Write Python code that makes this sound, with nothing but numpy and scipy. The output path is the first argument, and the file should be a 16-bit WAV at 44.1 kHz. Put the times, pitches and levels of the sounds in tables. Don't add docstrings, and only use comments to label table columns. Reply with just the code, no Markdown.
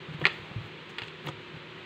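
import sys
import numpy as np
from scipy import signal
from scipy.fft import rfft, irfft, next_fast_len
from scipy.io import wavfile

SR = 44100
rng = np.random.default_rng(int(sys.argv[2]) if len(sys.argv) > 2 else 0)


def wrap_up_sound(samples):
    columns = np.atleast_2d(samples).T
    tamed = np.clip(columns, -1, 1)
    steps = np.round(tamed * 32767).astype(np.int16)
    wavfile.write(sys.argv[1], SR, steps)


N = 81585
TIME = np.arange(N) / SR


def amp(db):
    return 10 ** (np.asarray(db) / 20)


def unit_rms(x):
    return x / np.sqrt(np.mean(x ** 2) + 1e-20)


def colour(x, points):
    size = 2 * next_fast_len(len(x))
    hz, db = np.transpose(points)
    freqs = np.maximum(np.arange(size // 2 + 1) * SR / size, 1)
    gain = amp(np.interp(np.log(freqs), np.log(hz), db))
    cepstrum = irfft(np.log(gain))
    cepstrum[1:size // 2] *= 2
    cepstrum[size // 2 + 1:] = 0
    return irfft(rfft(x, size) * np.exp(rfft(cepstrum)))[:len(x)]


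def drift(per_s):
    knots = rng.standard_normal(200)
    return np.interp(TIME * per_s, np.arange(len(knots)), knots)


def ring(x, hz, t60):
    r, w = amp(-60 / (t60 * SR)), 2 * np.pi * hz / SR
    return signal.lfilter([1, 0, -1], [1, -2 * r * np.cos(w), r * r], x + 1e-18) / 2


def add(out, s, sound):
    start = int(np.clip(s * SR, 0, N - 1))
    out[start:start + len(sound)] += sound[:N - start]


def room_tone():
    # f/Hz, power density/dB
    rush_spectrum = [(25, -104), (50, -94.5), (105, -77.5), (200, -76.5), (275, -81.5), (390, -78),
                     (520, -79), (600, -85), (760, -90), (940, -81.5), (1600, -82.5), (2400, -81),
                     (3200, -83.5), (4100, -90), (5400, -108), (6800, -109), (8200, -114), (9300, -126),
                     (15000, -128)]
    # f/Hz, carrier rms level/dB, modulation depth
    motor_tones = [(157.2, -55.5, 0.06), (314, -67.5, 0.41), (355.3, -56.5, 0.28), (386.7, -62, 0.8),
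                   (476, -67.5, 0)]
    rush = colour(rng.standard_normal(N + SR // 2), rush_spectrum)[-N:] * np.sqrt(SR / 2)
    hum = np.zeros(N)
    for hz, db, depth in motor_tones:
        waver = 1 + depth * (drift(per_s=10.25) + 1j * drift(per_s=10.25))
        hum += amp(db) * np.sqrt(2) * np.real(waver * np.exp(2j * np.pi * hz * TIME))
    return rush + hum


def shoe_bumps():
    # t/s, level/dB, f/Hz, T60/s
    bumps = [(0.084, -31, 156.8, 0.23), (0.109, -36, 132, 0.12), (.143, -27, 153, 0.11),
             (0.187, -34, 105, 0.12), (.222, -24.5, 148, 0.12), (0.253, -26.5, 160, 0.073),
             (0.307, -43, 116, 0.12), (.394, -32, 125, 0.065), (.422, -37, 106, 0.061),
             (0.512, -24, 166, 0.033), (.560, -19.5, 123, 0.067), (0.578, -26, 115, 0.12),
             (0.609, -30, 133, 0.081), (0.639, -39, 105, 0.13), (1.017, -36, 115, .09),
             (1.243, -36, 148.6, 0.35), (1.262, -37, 145, 0.26), (1.291, -29.5, 127, 0.071),
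             (1.337, -47, 108, 0.41), (1.54, -31.5, 157, 0.072), (1.563, -35.5, 127, 0.083)]
    attack_s, overtone_ratio, overtone_db, bass_cut_hz = 0.0028, 2.63, -17, 44
    out, t = np.zeros(N), TIME[:SR // 2]
    for s, db, hz, t60 in bumps:
        decay = amp(-60 * t / t60)
        phase = 2 * np.pi * hz * t
        body = decay * np.sin(phase) + amp(overtone_db) * decay ** 2 * np.sin(overtone_ratio * phase)
        add(out, s, amp(db) * body * (1 - np.exp(-t / attack_s)))
    return signal.sosfilt(signal.butter(3, bass_cut_hz, "high", fs=SR, output="sos"), out)


def fibre_slips(per_s=2500, spread_db=2):
    sizes = amp(spread_db * np.minimum(rng.exponential(1, N), 3)) * rng.choice([-1, 1], N)
    return sizes * (rng.random(N) < per_s / SR)


def lace_rubs():
    # peak t/s, rise/s, fall/s, rustle level/dB, rasp level/dB, hiss level/dB
    rubs = [(.090, 0.0035, 0.031, -51, -76, -92), (.142, 0.016, 0.0093, -43.5, -68.5, -85),
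            (.198, .005, 0.013, -47, -69, -71), (.216, 0.0051, 0.0061, -34.5, -68, -84),
            (0.251, 0.026, 0.025, -40.5, -63, -74), (.331, 0.012, 0.11, -53, -69, -76),
            (.450, 0.045, 0.15, -48.5, -78, -93), (.668, 0.067, 0.024, -49, -74, -77),
            (.896, 0.0029, 0.016, -52, -59.5, -73), (1.038, 0.014, .025, -50, -65, -78),
            (1.078, 0.0089, 0.0072, -68, -63.5, -83), (1.264, .002, 0.0042, -51, -70, -50.5),
            (1.271, 0.019, 0.0082, -41.5, -61.5, -67), (1.285, 0.0026, 0.0081, -35.5, -48, -66),
            (1.415, 0.014, 0.0095, -72, -80, -85), (1.555, 0.0096, 0.019, -51, -74, -83),
            (1.780, .030, .070, -51, -79, -96)]
    # f/Hz, gain/dB
    rustle = [(100, -12.5), (350, 9), (550, -4), (720, 5), (1100, 1), (1700, -0.5), (3400, -2.5),
              (4300, -14), (5500, -39)]
    rasp = [(2500, -15), (4300, 7), (5500, 1.5), (6500, 6.5), (8200, 1.5), (10000, -14), (15000, -31)]
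    hiss = [(7000, -28), (10000, -4), (12000, -4), (14000, 0), (15500, -1.5)]
    out = np.zeros(N)
    for band, spectrum in enumerate((rustle, rasp, hiss)):
        power = np.zeros(N)
        for s, rise, fall, *levels_db in rubs:
            envelope = np.exp(-np.maximum((s - TIME) / rise, (TIME - s) / fall))
            power += (amp(levels_db[band]) * envelope) ** 2
        out += np.sqrt(power) * unit_rms(colour(fibre_slips(), spectrum))
    return out


def finger_knocks():
    # t/s, level/dB, cut-off of the force pulse f/Hz
    knocks = [(0.2137, -25.5, 480), (0.2218, -28, 404), (0.5124, -38.5, 497), (1.2705, -39.5, 1700),
              (1.2863, -33, 1860)]
    # f/Hz, relative level/dB, T60/s
    upper_modes = [(330, -6, 0.13), (539, -2, 0.072), (721, -10, 0.12), (976, 0.5, .04), (1232, 2, 0.036),
                   (1500, -10, 0.053), (3270, 10.5, .03)]
    out = np.zeros(N)
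    for s, db, cut_hz in knocks:
        force = signal.lfilter(*signal.butter(2, cut_hz, fs=SR), signal.unit_impulse(SR // 4))
        knock = sum((-1) ** k * amp(mode_db) * ring(force, hz, t60)
                    for k, (hz, mode_db, t60) in enumerate(upper_modes))
        add(out, s, amp(db) * knock)
    return out


def lace_tip_clicks():
    # t/s, level/dB, direct gain/dB, struck spot's f/Hz, its gain/dB,
    # body gain/dB, treble gain/dB, top gain/dB
    clicks = [(0.2406, -35.5, -17, 1850, 18.5, 11, -14, -11), (0.2539, -7, 0.5, 2280, 3, -0.5, -4, -2.5),
              (.2668, -7.5, -1.5, 2140, -12, -0.5, 0.5, -10), (0.9841, -18, -6, 2970, -0.5, 2.5, 2, 3),
              (0.9944, -25, -10, 2500, -4, -5, -6, -2), (1.019, -26, -2, 2600, -3, 4, 5.5, 0),
              (1.033, -32, -31, 2900, 11.5, -9, -6, 8), (1.0827, -36.5, 0, 2900, 4, -11, 6, 3),
              (1.2708, -25, -9, 2290, -3, 10, 4, 4)]
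    # f/Hz, relative level/dB, T60/s
    tip_modes = [(380, -38, 0.02), (947, -28.5, 0.033), (1270, -33, 0.037), (1422, -21, 0.025),
                 (1890, -4.5, 0.0088), (2138, -21, 0.034), (2385, -6, 0.005), (2783, -23, 0.021),
                 (3380, -19.5, 0.022), (4050, -11, 0.0054)]
    # f/Hz, gain/dB
    click_colour = [(100, 8), (1000, -1), (2800, 1), (3600, 0), (4400, -1), (5000, -9.5), (5500, -21),
                    (7500, -17.5), (10000, -24), (12500, -27), (15000, -11)]
    # f/Hz, gain/dB
    echo_colour = [(100, -8), (400, 15), (700, 3.5), (1000, 8), (2200, -5.5), (3200, 4), (4400, -3),
                   (7000, 5.5), (15000, -3)]
    body_hz, treble_hz = 1060, 5000
    contact_db, scatter_db, room_db = -12.5, -2, -9.5
    table_delay_s, table_db = 0.0046, -15
    out, impulse = np.zeros(N), signal.unit_impulse(SR // 2)
    ringing = sum(amp(db) * ring(impulse, hz, t60) for hz, db, t60 in tip_modes)
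    impact = colour(ringing + amp(contact_db) * impulse, click_colour)
    for s, db, direct_db, spot_hz, spot_db, body_db, treble_db, top_db in clicks:
        balance = [(body_hz, body_db), (2 * body_hz, 0), (treble_hz / np.sqrt(2), 0),
                   (treble_hz, treble_db), (treble_hz * np.sqrt(2), treble_db), (2 * treble_hz, top_db)]
        click = colour(impact, balance)
        click = click + amp(spot_db) * signal.lfilter(*signal.iirpeak(spot_hz, Q=3.17, fs=SR), click)
        scatter = amp(scatter_db) * echoes(t60=0.03)
        reflections = colour(scatter + amp(room_db) * echoes(t60=0.39), echo_colour)
        add(out, s, amp(db) * signal.fftconvolve(click, amp(direct_db) * impulse + reflections))
        add(out, s + table_delay_s, amp(db + direct_db + table_db) * click)
    return out


def echoes(t60, onset_s=0.001):
    t = TIME[:SR // 2]
    build_up = 1 - np.exp(-(t / onset_s) ** 2)
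    tail = rng.standard_normal(len(t)) * amp(-60 * t / t60) * build_up
    return tail / np.sqrt(np.sum(tail ** 2))


def scene():
    return (lace_tip_clicks() + finger_knocks() + shoe_bumps() + lace_rubs() + room_tone())[None]


def record(dry):
    fade_s, cutoff_hz = 0.005, 15650
    low_pass = signal.ellip(10, .1, 70, cutoff_hz, fs=SR, output="sos")
    return signal.sosfilt(low_pass, dry * np.minimum(TIME / fade_s, 1))


dry = scene()
out = record(dry)
wrap_up_sound(out)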